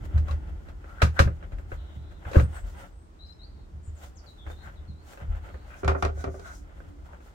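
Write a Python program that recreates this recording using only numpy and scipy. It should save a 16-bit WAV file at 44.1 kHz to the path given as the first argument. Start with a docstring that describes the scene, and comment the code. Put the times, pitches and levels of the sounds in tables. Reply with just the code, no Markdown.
"""Wind rumbles on a moored boat's canvas canopy while gloves and sleeves rustle across it in tiny slips.
Each push booms the taut sheet like a slack drum; a fastener snaps and rings, and strained canvas creaks.
Outside, a small bird sings in gliding whistles. Near the end a tool knocks on a locker lid and
scrapes off it, and a faint low hum swells twice."""
import sys
import numpy as np
from scipy import signal
from scipy.fft import rfft, irfft, next_fast_len
from scipy.io import wavfile
from scipy.ndimage import uniform_filter1d

SR = 44100
rng = np.random.default_rng(int(sys.argv[2]) if len(sys.argv) > 2 else 0)


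def bounce(signal):
    """Save signal as a 16-bit WAV file at the path given by the first command-line argument."""
    frames = np.transpose(np.atleast_2d(signal))
    limited = np.clip(frames, -1, 1)
    pcm = np.round(limited * 32767).astype(np.int16)
    wavfile.write(sys.argv[1], SR, pcm)


N = 323685
TIME = np.arange(N) / SR
RING_TIME = TIME[:SR // 2]  # half a second for each hit to ring out
CABIN_T60_S = 0.16

# Tone of the wind's rumble and of the outdoor hush. Each row: frequency in Hz, gain in dB.
RUMBLE_EQ = [(15, -39), (26, -17.5), (40, 0), (55, 0.5), (76, 0), (98, -11.5), (125, -17.5), (180, -18.5),
             (250, -28), (320, -22), (450, -32.5), (900, -75.5)]
HUSH_EQ = [(60, -8), (200, 0), (310, -2), (500, -8), (790, -11), (1300, -16), (2000, -22), (3200, -26),
           (5000, -28.5), (8400, -31.5), (9800, -39), (15500, -43)]
# Gusts on the canopy. Each row: time in seconds, level in dB.
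GUSTS = [(0, -33.5), (.5, -37.5), (.9, -44), (1.45, -40), (2.1, -43), (2.8, -42.5), (3.1, -51), (3.6, -44),
         (4.2, -48), (4.8, -43), (5.1, -49), (5.55, -41), (5.8, -49), (6.5, -45.5), (7, -45.5), (7.34, -49)]
# Glove and sleeve strokes. Each row: peak time and length in seconds, rub and swish levels in dB.
STROKES = [(.055, 0.028, -54, -59.5), (.175, 0.078, -52, -70), (.3, 0.071, -49.5, -67),
           (.495, 0.028, -60, -72), (.695, 0.042, -56.5, -69), (.95, 0.26, -60, -72),
           (1.165, .04, -51, -62), (1.44, .03, -53, -74), (1.535, .03, -57, -71), (1.595, 0.059, -62, -70),
           (1.73, 0.064, -53.5, -63), (1.96, 0.045, -62, -76), (2.125, 0.034, -58, -72),
           (2.29, 0.073, -46, -61.5), (2.38, 0.084, -40.5, -50), (2.565, 0.096, -52, -60),
           (2.685, 0.1, -57, -63.5), (2.81, 0.11, -46.5, -61), (3.3, .09, -72, -76), (4.04, .1, -53.5, -57),
           (4.3, 0.22, -73, -71), (4.476, 0.027, -49.5, -71), (4.515, 0.069, -56, -61.5),
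           (4.66, 0.16, -57, -67.5), (5.115, 0.089, -55, -58.5), (5.22, 0.08, -49.5, -69.5),
           (5.37, .09, -55, -74), (5.745, 0.15, -60.5, -69), (6.78, 0.092, -59.5, -77),
           (6.89, 0.029, -74, -71), (7.065, .04, -61, -68), (7.13, .07, -61.5, -78),
           (7.265, 0.12, -60.5, -69)]
# Light fidgeting of the hands between strokes. Each row: time in seconds, rub level in dB.
FIDGET = [(0, -61), (.8, -64.5), (2.1, -65.5), (2.75, -63), (3, -79.5), (3.8, -74), (4.9, -70),
          (5.4, -60.5), (6.6, -67), (7.34, -69)]
# Tone of rubbed canvas and of swishing sleeves. Each row: frequency in Hz, gain in dB.
RUB_EQ = [(200, -5.5), (400, -5), (590, 7), (820, 2), (1100, -5.5), (1350, 1.5), (1530, -2), (1800, -5.5),
          (2080, -5), (2400, -12.5), (2800, -10.5), (3500, -16.5), (5000, -49)]
SWISH_EQ = [(1500, -12), (3000, 3), (5000, 1), (7500, 3.5), (10000, -5.5), (15500, -3.5)]
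# Pushes on the canopy. Each row: start in seconds, level in dB, rise in seconds, tilt in dB per octave.
# Each push has its own tilt, from a deep boom to a higher thump.
PUSHES = [(0.139, -15.5, 0.014, 1), (0.284, -23.5, 0.037, -0.5), (1.0287, -14.5, 0.0036, 9.5),
          (1.201, -14, 0.0026, 9), (1.259, -18.5, 0.0049, 8.5), (1.527, -30, 0.01, -19),
          (1.722, -32.5, 0.0073, -8), (1.949, -34, 0.017, 9), (2.262, -34, 0.0036, 9),
          (2.367, -10, 0.0025, 8), (2.425, -18.5, 0.0061, 5.5), (2.618, -31.5, 0.017, -27),
          (3.729, -37, 0.016, 6), (3.875, -34, 0.0087, -3), (4.45, -35, 0.023, -6),
          (4.649, -43, 0.0089, 11), (4.879, -36.5, 0.012, 10.5), (5.2, -33, 0.032, 9.5),
          (5.278, -23.5, 0.016, -16), (5.833, -18.5, 0.042, 5.5), (6.03, -23.5, 0.013, 0),
          (6.138, -31.5, 0.033, 3), (6.25, -29, 0.02, 5.5)]
# Modes of the canopy and the air under it. 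Each row: frequency in Hz, level in dB, T60 in seconds.
CANOPY_MODES = [(44.5, 0, 0.25), (57.5, 0, 0.19), (76.05, 7.5, 0.35), (87.3, 5, 0.15), (114.9, -5.5, 0.25),
                (160.8, -14.5, 0.24), (211.6, -16, 0.11)]
# Fastener snaps. Each row: start in seconds, level in dB, body and treble gains in dB.
SNAPS = [(0.177, -49.5, -16, 4.5), (0.282, -50.5, -13, -1), (0.309, -48, -1, 4), (1.018, -22.5, -5.5, -1),
         (1.022, -36, -8, 8.5), (1.191, -21.5, -5.5, 0), (1.196, -27.5, 1.5, 1.5), (1.274, -44.5, 6, -25),
         (1.717, -42.5, -2.5, -23), (2.251, -48, -15, -22), (2.313, -53.5, 10.5, 8),
         (2.332, -44.5, 2.5, -1), (2.345, -42, 8, -5), (2.356, -34.5, 11.5, -11), (2.382, -46, 5, 2),
         (2.397, -38.5, 4, -3.5)]
# Finger ticks. Each row: start in seconds, level in dB, treble gain in dB.
FINGER_TICKS = [(.472, -67, 3), (.686, -59.5, 4), (.842, -56.5, -18), (.894, -63, 1), (1.426, -54, -9),
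                (1.52, -57.5, -2), (1.585, -57, -7), (2.11, -62.5, -7), (4.465, -51, -17),
                (4.5, -50.5, -22), (5.133, -58, -4), (5.174, -54.5, -3), (5.35, -58.5, -5),
                (5.489, -58.5, -6), (5.542, -52, -19), (6.803, -56.5, -23), (7.132, -58.5, -19),
                (7.204, -61.5, -13)]
# Tone of the fastener's crack. Each row: frequency in Hz, gain in dB.
SNAP_EQ = [(150, -15.5), (250, -6.5), (330, 2), (560, 1.5), (860, -9), (1150, -8), (1520, -3),
           (1980, -11.5), (2580, -10), (3150, -20.5), (4100, -23), (5200, -29), (6700, -33.5),
           (15500, -50.5)]
# Ring of the fastener and hoop. Each row: frequency in Hz, level in dB, T60 in seconds.
SNAP_MODES = [(315.2, -8.5, 0.3), (504, -1, 0.16), (548, 3, 0.1), (668, -31.5, 0.15), (1236, -4.5, 0.15),
              (1300, -5, 0.078), (1564, 7.5, 0.034), (2350, -32.5, 0.117), (2710, -9, 0.091),
              (3995, -1.5, 0.035)]
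# Creaks of strained canvas. Each row: start and length in seconds, resonance in Hz, level in dB.
CREAKS = [(0.279, 0.024, 1080, -46.5), (0.838, 0.13, 1380, -58), (0.971, 0.064, 1520, -47.5),
          (1.159, 0.049, 1560, -39), (2.33, 0.084, 1430, -41.5), (2.345, 0.05, 1130, -45),
          (2.538, 0.046, 1580, -51), (4.608, .1, 1580, -55), (5.187, 0.032, 1480, -56),
          (5.679, 0.076, 1540, -55), (5.679, .1, 2500, -62), (6.43, .1, 1480, -51), (7.059, .1, 890, -59)]
# Bird notes. Each row: start and length in seconds, first, middle and last pitch in Hz, level in dB,
# trill depth as a fraction of the pitch.
BIRD_NOTES = [(1.759, 0.075, 3910, 3470, 3360, -68, 0.15), (1.811, 0.18, 3810, 3370, 3280, -69.5, 0.14),
              (1.952, 0.27, 3510, 3760, 3600, -73.5, 0.09), (2.407, 0.049, 8730, 8340, 8050, -64, 0),
              (2.523, 0.083, 8070, 8080, 7400, -61, 0.02), (2.744, 0.085, 8300, 8600, 8860, -71, 0.02),
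              (2.908, 0.16, 7770, 8180, 8230, -77.5, 0.03), (3.19, 0.075, 3850, 4026, 4140, -56, 0.025),
              (3.253, 0.024, 4490, 5000, 5250, -67, 0.04), (3.286, 0.032, 4000, 4065, 4020, -54.5, .012),
              (3.32, 0.017, 4900, 5200, 5360, -69, 0), (3.388, 0.07, 3860, 4100, 4850, -57, .02),
              (3.5, 0.16, 4080, 4100, 3930, -76, 0.09), (3.827, 0.072, 7500, 7640, 7330, -67.5, 0.09),
              (3.947, 0.044, 8300, 7240, 6000, -67.5, 0.05), (4.154, 0.048, 7700, 5700, 4270, -61.5, 0.03),
              (4.261, 0.0494, 4720, 4010, 4000, -58, 0.02), (4.374, 0.072, 3540, 3500, 3280, -60.5, 0.04),
              (4.48, 0.054, 3520, 3590, 3710, -62, 0), (4.559, 0.087, 3810, 3960, 3900, -65, 0.07),
              (4.755, 0.044, 4180, 3680, 3600, -68, 0.05), (4.875, 0.047, 4260, 4200, 3660, -66, 0.02),
              (4.945, 0.087, 3900, 4130, 4600, -73.5, 0), (5.398, 0.32, 3980, 4150, 4250, -77, 0.08)]
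# Tool knocks. Each row: start in seconds, level in dB, body and treble gains in dB.
KNOCKS = [(5.832, -42, 9, -9), (5.845, -38.5, 4, 4.5), (5.878, -24, -6, 2.5), (5.896, -36.5, 2, 3.5),
          (5.915, -37.5, 3.5, -2), (5.948, -35, 2.5, -25), (6.024, -29, -0.5, 5), (6.049, -33.5, 3, 6),
          (6.092, -47, 4.5, -27), (6.173, -60.5, 14.5, -8), (6.24, -39, 4.5, 3.5), (6.273, -47.5, 10, -22),
          (6.342, -52.5, 10.5, -22), (6.395, -55, 7, 14)]
# Ring of the tool and locker lid. Each row: frequency in Hz, level in dB, T60 in seconds.
KNOCK_MODES = [(168, -6.5, 0.274), (273.2, -4.5, 0.23), (383.1, 2.5, 0.28), (540.7, -1, 0.19),
               (691, -1, 0.19), (1182, -5, 0.14), (1446, -13, 0.15), (1860, -9, 0.13), (2105, -13.5, 0.12),
               (2380, -10, 0.1)]
# Tone of the tool's knock and of its scrape. Each row: frequency in Hz, gain in dB.
KNOCK_EQ = [(150, -16.5), (273, -9.5), (345, -15), (390, 3), (462, -6), (560, -2.5), (715, -5),
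            (923, -10.5), (1380, -5.5), (1700, -18.5), (2350, -20), (3050, -27), (6350, -33), (15500, -58)]
SCRAPE_EQ = [(400, -16), (640, -5), (750, 4.5), (880, -16), (1280, -10), (1420, -9), (1480, 8), (1560, -16),
             (2100, -15), (3000, -26), (4000, -19.5), (6000, -45)]
# Tool slides. Each row: peak time and length in seconds, scrape and sleeve hiss levels in dB.
SLIDES = [(5.8, 0.061, -63, -62.5), (6.0, .06, -62, -63.5), (6.21, .08, -50.5, -58.5),
          (6.36, 0.15, -65, -65), (6.475, 0.1, -49, -59.5), (6.555, 0.098, -72, -58.5)]
# Swells of the low hum. Each row: peak time and length in seconds, level in dB.
HUM_SWELLS = [(6.62, 0.11, -55.5), (6.92, 0.18, -53.5)]
# Stereo width. Each row: frequency in Hz, gain of the side channel in dB.
WIDTH_EQ = [(60, -11.5), (110, -22.5), (200, -8), (380, -1.5), (700, 1.5), (1290, 4), (2380, 0), (4400, 0),
            (8120, 0.5), (15000, -0.5)]


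def undb(db):
    """Decibels to gain."""
    return 10 ** (np.asarray(db) / 20)


def unit(x):
    """Scale to rms 1."""
    return x / np.sqrt(np.mean(x ** 2))


def punch(x, size=1764):
    """Give a hit the energy of `size` samples at rms 1, by default 40 ms."""
    return x / np.sqrt(np.mean(np.sum(x ** 2, axis=-1)) / size)


def fader(rows):
    """A fader ride: straight lines between (seconds, dB) points."""
    return np.interp(TIME, *np.transpose(rows))


def eq(x, points):
    """Causal EQ through (Hz, dB) points, built from the cepstrum."""
    n = 2 * next_fast_len(x.shape[-1] // 2 + 1024)
    hz, db = np.transpose(points)
    bin_hz = np.arange(n // 2 + 1) * SR / n
    gain = undb(np.interp(np.log(bin_hz + 1), np.log(hz), db))
    cepstrum = irfft(np.log(gain))
    cepstrum[1:n // 2] *= 2
    cepstrum[n // 2 + 1:] = 0
    return irfft(rfft(x, n) * np.exp(rfft(cepstrum)))[..., :x.shape[-1]]


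def decay(t60):
    """An envelope that falls 60 dB in t60 seconds."""
    return np.exp(-np.log(1000) * RING_TIME / t60)


def wander(rate_hz):
    """Smooth random modulation with a spread near 1."""
    hold = max(int(SR / rate_hz), 2)
    steps = np.repeat(rng.standard_normal(N // hold + 1), hold)
    return uniform_filter1d(steps, hold)[:N]


def swells(rows, rise_share=0.51, edge_db=-9.5, roundness=1.25):
    """Round-topped swells, at edge_db at both ends of their length; one envelope per level column."""
    power = 0
    for peak, length, *db in rows:
        away = np.maximum((peak - TIME) / rise_share, (TIME - peak) / (1 - rise_share)) / length
        near = away < 6
        shape = np.zeros(N)
        shape[near] = undb(edge_db * away[near] ** roundness)
        power = power + np.outer(undb(db), shape) ** 2
    return np.sqrt(power)


def add(out, start, x):
    """Mix a sound in at `start` seconds."""
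    i = max(int(start * SR), 0)
    out[..., i:i + x.shape[-1]] += x[..., :N - i]


def reverb(x, tail_db, t60=CABIN_T60_S):
    """Mono to mid and side: the direct sound, then dense reflections dying away."""
    response = undb(tail_db) * punch(rng.standard_normal((2, len(RING_TIME))) * decay(t60), size=1)
    response[:, 0] += 1
    return signal.fftconvolve(np.atleast_2d(x), punch(response, size=1), axes=1)[:, :N]


def wind():
    """Gusts rumble on the canopy over a soft outdoor hush."""
    rumble = unit(eq(rng.standard_normal((2, N)), RUMBLE_EQ))
    hush = unit(eq(rng.standard_normal((2, N)), HUSH_EQ))
    return rumble * undb(fader(GUSTS)) + hush * undb(-61.5 + 0.5 * wander(15))


def friction(slips_per_s, spread_db, spots=3):
    """Many small slips of uneven size at a few spots, each spot with its own echo in the cabin."""
    slips = rng.random((spots, N)) < slips_per_s / spots / SR
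    polarity = rng.choice([-1, 1], (spots, N))
    strength = undb(spread_db * np.minimum(rng.exponential(size=(spots, N)), 3.5))
    return sum(reverb(spot, tail_db=6.5) for spot in slips * polarity * strength)


def cloth():
    """Canvas crinkles under the gloves and sleeves swish above it: strokes over light fidgeting."""
    rub_gain, swish_gain = swells(STROKES)
    fidget_rub = undb(fader(FIDGET) + 2.8 * wander(14))
    fidget_swish = fidget_rub * undb(-15.5)
    rub = unit(eq(friction(slips_per_s=850, spread_db=4), RUB_EQ)) * undb(1.95 * wander(38))
    swish = unit(eq(friction(slips_per_s=3200, spread_db=3), SWISH_EQ)) * undb(1.4 * wander(40))
    return rub * np.hypot(rub_gain, fidget_rub) + swish * np.hypot(swish_gain, fidget_swish)


def canopy():
    """Each push sets the taut sheet booming like a slack drum."""
    mid = np.zeros(N)
    for start, db, rise_s, tilt_db in PUSHES:
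        boom = 0
        for hz, mode_db, t60 in CANOPY_MODES:
            gain = undb(mode_db + tilt_db * np.log2(hz / 75))
            boom += gain * decay(t60) * np.sin(2 * np.pi * hz * RING_TIME)
        attack = 1 - np.exp(-(RING_TIME / rise_s) ** 2)
        add(mid, start, undb(db) * punch(boom * attack))
    side = 1.1 * np.roll(mid, int(0.0025 * SR))
    return np.array([mid, side])


def impact(crack_eq, modes, body_db, treble_db, crack_t60, tail_db, tail_treble_db, ring_db):
    """A brief crack, its reflections under the canopy, and the ring of the struck object."""
    crack, tail = rng.standard_normal((2, 2, len(RING_TIME)))
    tail_eq = [(2500, tail_db), (6000, tail_db + tail_treble_db)]
    reflections = eq(punch(tail * decay(CABIN_T60_S)), tail_eq)
    contact = punch(crack * decay(crack_t60)) + reflections
    contact *= 1 - decay(0.0041)  # builds over about a millisecond
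    ring = 0
    for hz, db, t60 in modes:
        detuned_hz = hz * (1 + 0.0074 * rng.standard_normal())
        cycles = detuned_hz * RING_TIME + rng.random((2, 1))
        ring += undb(db) * decay(t60) * np.sin(2 * np.pi * cycles)
    ring *= 1 - decay(0.0079)
    hit = punch(eq(contact, crack_eq)) + undb(ring_db) * punch(ring)
    return eq(punch(hit), [(500, body_db), (1000, 0), (2000, 0), (5000, treble_db)])


def fastener():
    """The fastener snaps and fingers tick on it. Hands shield it, so its treble is mostly reflected."""
    out = np.zeros((2, N))
    for start, db, body_db, treble_db in SNAPS:
        snap = impact(SNAP_EQ, SNAP_MODES, body_db, treble_db,
                      crack_t60=0.043, tail_db=-1.5, tail_treble_db=11, ring_db=-3.5)
        add(out, start, undb(db) * snap)
    for start, db, treble_db in FINGER_TICKS:
        tick = impact(SNAP_EQ, SNAP_MODES, body_db=1.5, treble_db=treble_db,
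                      crack_t60=0.0076, tail_db=-2.5, tail_treble_db=6, ring_db=-7.5)
        add(out, start, undb(db) * tick)
    return out


def creaks(slips_per_s=700, bandwidth_hz=130):
    """Canvas under strain sticks and slips on the hoop, ringing one resonance per creak."""
    out = np.zeros((2, N))
    for start, length, hz, db in CREAKS:
        size = int(length * SR)
        slips = (rng.random(size) < slips_per_s / SR) * rng.standard_normal(size)
        slips *= np.hanning(size) ** 0.5
        ring = np.exp(-np.pi * bandwidth_hz * RING_TIME) * np.sin(2 * np.pi * hz * RING_TIME)
        add(out, start, undb(db) * punch(signal.fftconvolve(slips, ring), size=size))
    return reverb(out, tail_db=3)


def bird(trill_hz=70):
    """A small bird's gliding, partly trilled whistles, with the echoes of the moorings."""
    out, waver = np.zeros(N), wander(350)
    for start, length, first_hz, middle_hz, last_hz, db, trill_depth in BIRD_NOTES:
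        t = TIME[:int(length * SR)]
        progress = t / length
        jitter = np.roll(waver, -int(start * SR))[:len(t)]
        warble = np.sin(2 * np.pi * trill_hz * t + 0.66 * jitter)
        glide = np.polyfit([0, 0.5, 1], [first_hz, middle_hz, last_hz], 2)
        hz = np.polyval(glide, progress) * (1 + trill_depth * warble + 0.01 * jitter)
        envelope = np.sin(np.pi * progress) ** 0.5 * undb(0.65 * warble)
        whistle = np.sin(2 * np.pi * np.cumsum(hz) / SR)
        add(out, start, undb(db) * unit(envelope * whistle))
    return reverb(out, tail_db=2, t60=0.24)


def tool():
    """A tool knocks about on a locker lid, then scrapes off it with a hiss of sleeve."""
    knocks = np.zeros((2, N))
    for start, db, body_db, treble_db in KNOCKS:
        knock = impact(KNOCK_EQ, KNOCK_MODES, body_db, treble_db,
                       crack_t60=0.029, tail_db=1.5, tail_treble_db=-6, ring_db=-1.5)
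        add(knocks, start, undb(db) * knock)
    scrape_gain, hiss_gain = swells(SLIDES)
    scrape = unit(eq(friction(slips_per_s=1200, spread_db=3), SCRAPE_EQ))
    hiss_eq = [(2500, -9.5), (4500, -3), (6300, 6.5), (8400, -2), (11500, -9.5)]
    hiss = unit(eq(friction(slips_per_s=5500, spread_db=5), hiss_eq))
    return knocks + scrape_gain * scrape + hiss_gain * hiss


def hum():
    """A faint, wavering low hum swells and fades twice."""
    gain, = swells(HUM_SWELLS)
    hz = 294 * (1 + 0.0203 * wander(40))
    tone = np.sin(2 * np.pi * np.cumsum(hz) / SR)
    return gain * unit(reverb(tone, tail_db=2.5))


def scene():
    """Mix in mid and side; the close microphone pair is narrow in the bass, very wide in the mids."""
    mid, side = fastener() + tool() + canopy() + cloth() + creaks() + bird() + wind() + hum()
    side = eq(side, WIDTH_EQ)
    balance_db = 0.24  # the right microphone is a little louder
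    return np.array([(mid + side) * undb(-balance_db / 2), (mid - side) * undb(balance_db / 2)])


def record(dry):
    """A steep low-pass trims the top end above 15.8 kHz."""
    return signal.sosfilt(signal.ellip(10, 0.2, 80, 15800, fs=SR, output="sos"), dry)


dry = scene()
out = record(dry)
bounce(out)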